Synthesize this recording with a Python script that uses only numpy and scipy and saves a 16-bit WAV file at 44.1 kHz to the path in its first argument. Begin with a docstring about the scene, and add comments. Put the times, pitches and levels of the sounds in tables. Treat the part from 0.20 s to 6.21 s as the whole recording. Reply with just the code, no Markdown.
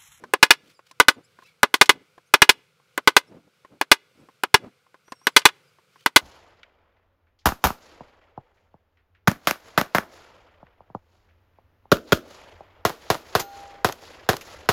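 """A faint dull scuff and a soft touch over room hush, then a light tap and hard, clipping hammer blows.
A hammer drives a hand-held wooden dowel on the metal soleplate of a clothes iron on a workbench.
Modes and dense noise make the ring; filtered noise makes touches, scuffs, rubs, chatter and hush.
Unsteady stacks of partials make faint squeaks; the room adds a very weak, short reverberation."""
import sys
import numpy as np
from scipy import signal
from scipy.fft import rfft, irfft
from scipy.io import wavfile
from scipy.ndimage import uniform_filter1d

SR = 44100
rng = np.random.default_rng(int(sys.argv[2]) if len(sys.argv) > 2 else 0)


def int16_out(signal):
    """Quantize to a 16-bit WAV file."""
    q = np.round(np.clip(np.atleast_2d(signal).T, -1, 1) * 32767)
    wavfile.write(sys.argv[1], SR, q.astype(np.int16))


N = 265041
RING_T = np.arange(SR // 5) / SR  # time axis of one contact sound, s


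def undb(db):
    """Decibels to gain."""
    return 10 ** (np.asarray(db) / 20)


def unit(x):
    """Scale to rms 1."""
    return x / np.sqrt(np.mean(x ** 2))


def fade(t60_s):
    """Exponential ring-down, 60 dB in t60_s."""
    return np.exp(-np.log(1000) * RING_T / t60_s)


def lookup(points, hz):
    """Read (Hz, value) points on a log-frequency axis."""
    point_hz, value = np.transpose(points)
    return np.interp(np.log(np.maximum(hz, 1)), np.log(point_hz), value)


def noise(colour, size):
    """Noise of rms 1 with the given spectrum."""
    hz = np.fft.rfftfreq(size, 1 / SR)
    spectrum = rfft(rng.standard_normal(size)) * undb(lookup(colour, hz))
    return unit(irfft(spectrum, size))


def highpass(x, hz):
    """Second-order high-pass."""
    return signal.sosfilt(signal.butter(2, min(hz, SR / 3), "high", fs=SR, output="sos"), x)


def add(out, start_s, sound):
    """Mix a sound in at start_s."""
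    start = int(start_s * SR)
    out[start:start + len(sound)] += sound[:len(out) - start]


def wander(size, hz):
    """Random drift of rms 1 that changes about hz times a second."""
    width = int(SR / hz)
    smooth = uniform_filter1d(rng.standard_normal(size), width)
    return unit(uniform_filter1d(smooth, width))


def slide_speed(slides):
    """Each slide (middle s, Gaussian width s, level dB) swells and fades as a Gaussian."""
    t = np.arange(N) / SR
    return sum(undb(db) * np.exp(-((t - middle_s) / width_s) ** 2 / 2) for middle_s, width_s, db in slides)


def hush(level_db=-66, cut_hz=70, drift_db=1.4, drift_hz=5):
    """Gently drifting room background, level set ahead of a cut of the deep bass."""
    # Room noise spectrum. Each row: frequency in Hz, relative density in dB per Hz.
    floor_colour = [(18, -49), (30, -17.5), (153, 2.5), (273, -17), (512, -1.5), (600, -13.5), (988, -14.5),
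                    (1430, -4.5), (1810, -17), (2170, -8.5), (3310, -14), (4780, -16), (6550, -21),
                    (12300, -26.5), (16000, -30.5)]
    background = highpass(highpass(noise(floor_colour, N), cut_hz), cut_hz)
    return undb(level_db + drift_db * wander(N, drift_hz)) * background


def room(x, wet_db=-47.0, t60_s=.43):
    """Very weak, short reverberation: convolution with decaying noise of unit energy."""
    # Reverberation spectrum. Each row: frequency in Hz, relative density in dB per Hz.
    room_colour = [(40, -8), (150, 4), (400, 5), (900, -5), (1500, -5.5), (2300, -1), (4000, -5),
                   (8000, -8.5), (16000, -16.5)]
    t = np.arange(SR // 2) / SR
    tail = noise(room_colour, len(t)) * np.exp(-np.log(1000) * t / t60_s)
    return undb(wet_db) * signal.fftconvolve(x, tail / np.linalg.norm(tail))[:N]


def squeak(base_hz, waver, waver_hz=250, flicker_db=4, flicker_hz=90):
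    """Thin, broken stack of partials over an unsteady, itself silent base frequency; rms 1."""
    # Partials. Each row: multiple of the base frequency, relative level in dB.
    partials = [(2, 4.5), (3, -3), (4, -7)]
    size = len(base_hz)
    unsteady_hz = base_hz * (1 + waver * wander(size, waver_hz))
    phase = 2 * np.pi * np.cumsum(unsteady_hz) / SR
    stack = np.zeros(size)
    for multiple, db in partials:
        flicker = undb(db + flicker_db * wander(size, flicker_hz))
        stack += flicker * np.sin(round(multiple) * phase)
    return unit(stack)


def squeaks(waver=.035):
    """Short, scratchy squeaks, each a single glide that swells and fades."""
    out = np.zeros(N)
    # Squeaks. Each row: start in seconds, length in seconds, base frequency at start in Hz,
    # base frequency at end in Hz, level in dB.
    glides = [(0.514, .1, 2664, 2330, -65), (0.92, .05, 2420, 2330, -64.5),
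              (1.024, 0.052, 2200, 2650, -63.5), (1.205, .11, 1220, 1380, -61),
              (1.25, 0.093, 1150, 1087, -61), (2.049, 0.054, 2340, 3620, -67.5),
              (3.058, .048, 2600, 2960, -67), (3.981, 0.048, 2455, 2990, -72),
              (5.069, 0.1, 2720, 2250, -68), (5.432, .1, 2430, 2460, -72), (5.763, 0.089, 1400, 1650, -65)]
    for start_s, length_s, from_hz, to_hz, db in glides:
        size = int(length_s * SR)
        base_hz = np.linspace(from_hz, to_hz, size)
        add(out, start_s, undb(db) * np.hanning(size) * squeak(base_hz, waver))
    return out


def squeal(level_db=-65.5, attack_s=0.034, release_s=0.013):
    """One drawn-out faint squeal that swells, holds and stops."""
    # Path of the squeal. Each row: time in seconds, base frequency in Hz.
    path = [(4.84, 2802), (4.908, 2984), (4.972, 2721), (5.054, 2882), (5.07, 2724)]
    t = np.arange(N) / SR
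    time_s, base_hz = np.transpose(path)
    swell = (t - time_s[0]) / attack_s
    stop = (time_s[-1] - t) / release_s
    envelope = np.clip(np.minimum(swell, stop), 0, 1)
    return undb(level_db) * envelope * squeak(np.interp(t, time_s, base_hz), waver=.011)


def rubs(grain_db=4.0, grain_hz=160):
    """Skin catches and slips on the wood as the grip shifts: faint, grainy swells."""
    # Grip shifts. Each row: middle in seconds, Gaussian width in seconds, level in dB.
    shifts = [(.49, .035, -62), (.685, 0.021, -62.5), (1.25, 0.041, -63), (3.38, 0.035, -71.5),
              (5.781, .045, -64)]
    # Dry skin on wood. Each row: frequency in Hz, relative density in dB per Hz.
    rub_colour = [(400, -24.5), (1400, -4), (2800, 0.5), (5000, -3), (8000, -11), (16000, -17)]
    grain = undb(grain_db * wander(N, grain_hz))
    return slide_speed(shifts) * unit(grain * noise(rub_colour, N))


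def scuffs(grain_db=3, grain_hz=110, grit_db=-9, grit_hz=600):
    """Short, dull slides of the plate that catch and slip unevenly; faster ones are grittier."""
    # Slides. Each row: middle in seconds, Gaussian width in seconds, level in dB before grain and grit.
    slides = [(0.024, .05, -54), (0.454, .05, -61), (0.985, .018, -46.5), (1.763, .035, -51.5),
              (2.355, .027, -56.5), (3.14, .04, -50.5), (3.272, .015, -63), (3.539, 0.024, -53),
              (4.016, 0.034, -55.5), (4.444, 0.031, -43)]
    # Plate on bench. Each row: frequency in Hz, relative density in dB per Hz.
    scuff_colour = [(40, -22), (130, -1), (270, 2.5), (500, -5), (800, -14), (1300, -20.5), (3000, -34.5),
                    (16000, -58)]
    speed = slide_speed(slides)
    bright = unit(highpass(noise(scuff_colour, N), grit_hz))
    grit = undb(grit_db) * np.sqrt(speed / speed.max()) * bright
    grain = undb(grain_db * wander(N, grain_hz))
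    return speed * grain * (noise(scuff_colour, N) + grit)


def tick(hz, t60_s, top_hz=13000):
    """Brief crack of a contact: decaying noise between hz and top_hz."""
    soft = signal.butter(2, min(top_hz, SR / 3), fs=SR, output="sos")
    crack = signal.sosfilt(soft, highpass(rng.standard_normal(len(RING_T)), hz))
    return crack * fade(t60_s)


def touches(treble_db=6, note_hz=1050, rise_s=.0005):
    """The dowel's end is set down softly on the plate: one dull note and a small edge."""
    out = np.zeros(N)
    # Touches. Each row: start in seconds, peak in dB, edge level in dB before treble_db.
    contacts = [(.038, -27.5, -17), (.592, -39, -20), (.712, -35, 8), (1.188, -38, -19.5),
                (1.222, -43.5, -13), (1.979, -38, -18), (2.599, -52.5, -15), (3.448, -37, -24),
                (4.087, -39.5, -25.5), (4.665, -50, -25), (4.743, -37, -23), (4.88, -43.5, -11),
                (4.921, -22.5, 0), (5.015, -47, -11), (5.586, -46, -22), (5.758, -43.5, -15)]
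    # Dull body of a touch. Each row: frequency in Hz, relative density in dB per Hz.
    body_colour = [(100, -44.5), (300, -5), (650, -12), (1050, -2.5), (1300, -14), (1550, -8), (2500, -21),
                   (5000, -33), (16000, -49.5)]
    envelope = fade(.042) * (1 - np.exp(-RING_T / rise_s))
    note = np.sin(2 * np.pi * note_hz * RING_T)
    for start_s, peak_db, edge_db in contacts:
        body = noise(body_colour, len(RING_T)) + note
        edge = undb(edge_db + treble_db) * tick(hz=2463, t60_s=.06, top_hz=5530)
        knock = (body + edge) * envelope
        add(out, start_s, undb(peak_db) * knock / np.abs(knock).max())
    return out


def chatter(t60_s=0.041, span=1.4):
    """Single small rebounds of the plate, each a band of decaying noise from hz to span * hz."""
    out = np.zeros(N)
    # Rebounds. Each row: start in seconds, peak in dB, low band edge in Hz.
    rebounds = [(.335, -21, 1500), (1.658, -25, 3500), (2.242, -23.5, 3000), (5.1897, -17, 3500),
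                (5.217, -29, 1400), (5.288, -18, 1400)]
    for start_s, peak_db, hz in rebounds:
        rebound = tick(hz, t60_s, top_hz=span * hz)
        add(out, start_s, undb(peak_db) * rebound / np.abs(rebound).max())
    return out


def modal_ring(spot, detune=0.0057, scatter_db=1.0, phase_spread_rad=0.68):
    """Strong modes; the spot under the dowel sets their balance, pitches vary a little from blow to blow."""
    # Modes of dowel and plate. Each row: nominal frequency in Hz, relative level in dB,
    # dB gained per unit of spot.
    modes = [(152,-21,1), (315,-12,-5), (417.5,-4,0), (544,-9,-4), (854,-10,2.3), (910.5,-1.5,1.5),
             (1001,0,-2.5), (1086,-4.5,-6), (1195.3,-1.5,-2.5), (1440,-10,7), (1499.3,2.5,-4),
             (1589.3,-5,-1), (1682,-3.5,6.5), (2037,1.5,-1.5), (2118,-2.5,0), (2312,-10.5,5), (2489,-4,4),
             (2576,-11,1), (2886,-7.5,7), (2951,-7,-4), (3400,-10,-0.5), (3381,-10.5,3.5),
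             (3682,-11.5,-1.5), (4037,-8,0.5), (4450,-13.5,1.5), (4588,-12,1.5), (4940,-11.5,-1.5),
             (5430,-16,7.5), (5850,-17,-2), (6300,-18.5,2.5)]
    hz, db, spot_db = np.transpose(modes)
    chance = rng.standard_normal((len(hz), 3)).T
    hz = hz * (1 + detune * chance[0])
    gain = undb(db + spot * spot_db + scatter_db * chance[1])
    phase = phase_spread_rad * chance[2]
    waves = np.sin(2 * np.pi * hz[:, None] * RING_T + phase[:, None])
    return gain @ waves / np.sqrt(np.sum(gain ** 2) / 2)


def brighten(x, db_per_octave, corner_hz=1200, limit_hz=5000):
    """A harder, shorter contact feeds the upper modes more; overall level is kept."""
    size = 2 * len(x)
    hz = np.fft.rfftfreq(size, 1 / SR)
    octaves = np.log2(np.hypot(1, hz / corner_hz) / np.hypot(1, hz / limit_hz))
    y = irfft(rfft(x, size) * undb(db_per_octave * octaves))[:len(x)]
    return y * np.std(x) / np.std(y)


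def hammer(drive_db=10.0, dense_db=-7, dense_t60_s=0.05, t60_s=0.028, rise_s=0.00049,
           slap_db=-7, slap_s=0.0037, rattle_db=-20, rattle_t60_s=.085, rattle_flicker_db=3,
           rattle_dense_db=-7, tick_db=-6.5, tick_slope=0.46, mic_cut_hz=190):
    """Blows crack on the dowel's head and ring the hand-damped plate; hard ones make it slap and rattle."""
    out = np.zeros(N)
    size = len(RING_T)
    # Blows. Each row: start in seconds, level in dB before drive_db, brightness in dB per octave.
    blows = [(.1368, -15.5, -7), (.2283, -4.5, 3.5), (.3064, -5, 6), (.8, -6.5, 0), (.8835, -6.5, 3),
             (1.4314, -8.5, -5), (1.5409, -14.5, 5), (1.6124, -5, 4.5), (1.6932, -6, 4), (2.1389, -7, -0.3),
             (2.2193, -5, 2.5), (2.292, -5, 6.5), (2.7773, -22, -7.5), (2.8745, -7, 0.8),
             (2.9656, -6.5, 4.2), (3.6126, -18, -2.5), (3.7156, -4.5, 5.5), (4.2354, -19.5, -5.5),
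             (4.3425, -6, 0.85), (5.0692, -14.5, 0.5), (5.1643, -4.5, 7), (5.254, -4, 5),
             (5.8609, -15, -0.5), (5.9612, -5, 7)]
    # Dowel positions, one per group. Each row: from time in seconds, spot on the plate from -1 to 1.
    places = [(0, 1), (.6, -0.74), (1.2, 0.15), (2, 0.99), (2.6, -0.95), (3.4, 0.61), (4.1, 0.94),
              (4.8, -0.17), (5.6, -0.57)]
    # Dense ring of plate and bench between modes. Each row: frequency in Hz, relative density in dB per Hz.
    dense_colour = [(30, -38), (130, -21), (180, -25), (270, 0), (420, -2), (680, -4), (1000, 3.5),
                    (2200, -3.5), (3500, -4), (6500, -15.5), (10000, -19.5), (16000, -30.5)]
    attack = 1 - np.exp(-RING_T / rise_s)
    strike = attack * fade(t60_s)
    slap = np.interp(RING_T - slap_s, RING_T, strike, left=0)
    for start_s, db, bright_db in blows:
        spot = [place for since_s, place in places if since_s <= start_s][-1]
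        lift = undb(min(db + 3.5, 0))  # light taps barely lift the plate
        # the plate drops back on the bench, which tops up its ring
        ring = modal_ring(spot) * (strike + lift * undb(slap_db) * slap)
        dense = undb(dense_db) * noise(dense_colour, size) * attack * fade(dense_t60_s)
        # as it settles, uneven small contacts keep the same modes going
        loose = modal_ring(spot, detune=0.012) + undb(rattle_dense_db) * noise(dense_colour, size)
        flicker = undb(rattle_db + rattle_flicker_db * wander(size, 150))
        rattle = lift * flicker * loose * fade(rattle_t60_s)
        # the brighter the ring, the weaker the separate crack
        crack = undb(tick_db - tick_slope * bright_db) * tick(hz=6000, t60_s=0.014)
        blow = brighten(ring + dense, bright_db) + attack * rattle + crack
        add(out, start_s, undb(db + drive_db) * blow)
    return highpass(highpass(out, mic_cut_hz), mic_cut_hz / 2)  # the microphone picks up little bass


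def scene():
    """Bench work over the faint hush of the room."""
    work = squeaks() + squeal() + rubs() + scuffs() + touches() + chatter() + hammer()
    return (work + room(work) + hush())[None]


def record(dry, top_hz=15750):
    """Hard blows overload the close microphone and clip flat; the top is cut."""
    clipped = np.clip(dry, -.98, .98)
    lowpass = signal.firwin(255, top_hz, fs=SR)
    return signal.fftconvolve(clipped, lowpass[None], mode="same")


dry = scene()
out = record(dry)
int16_out(out)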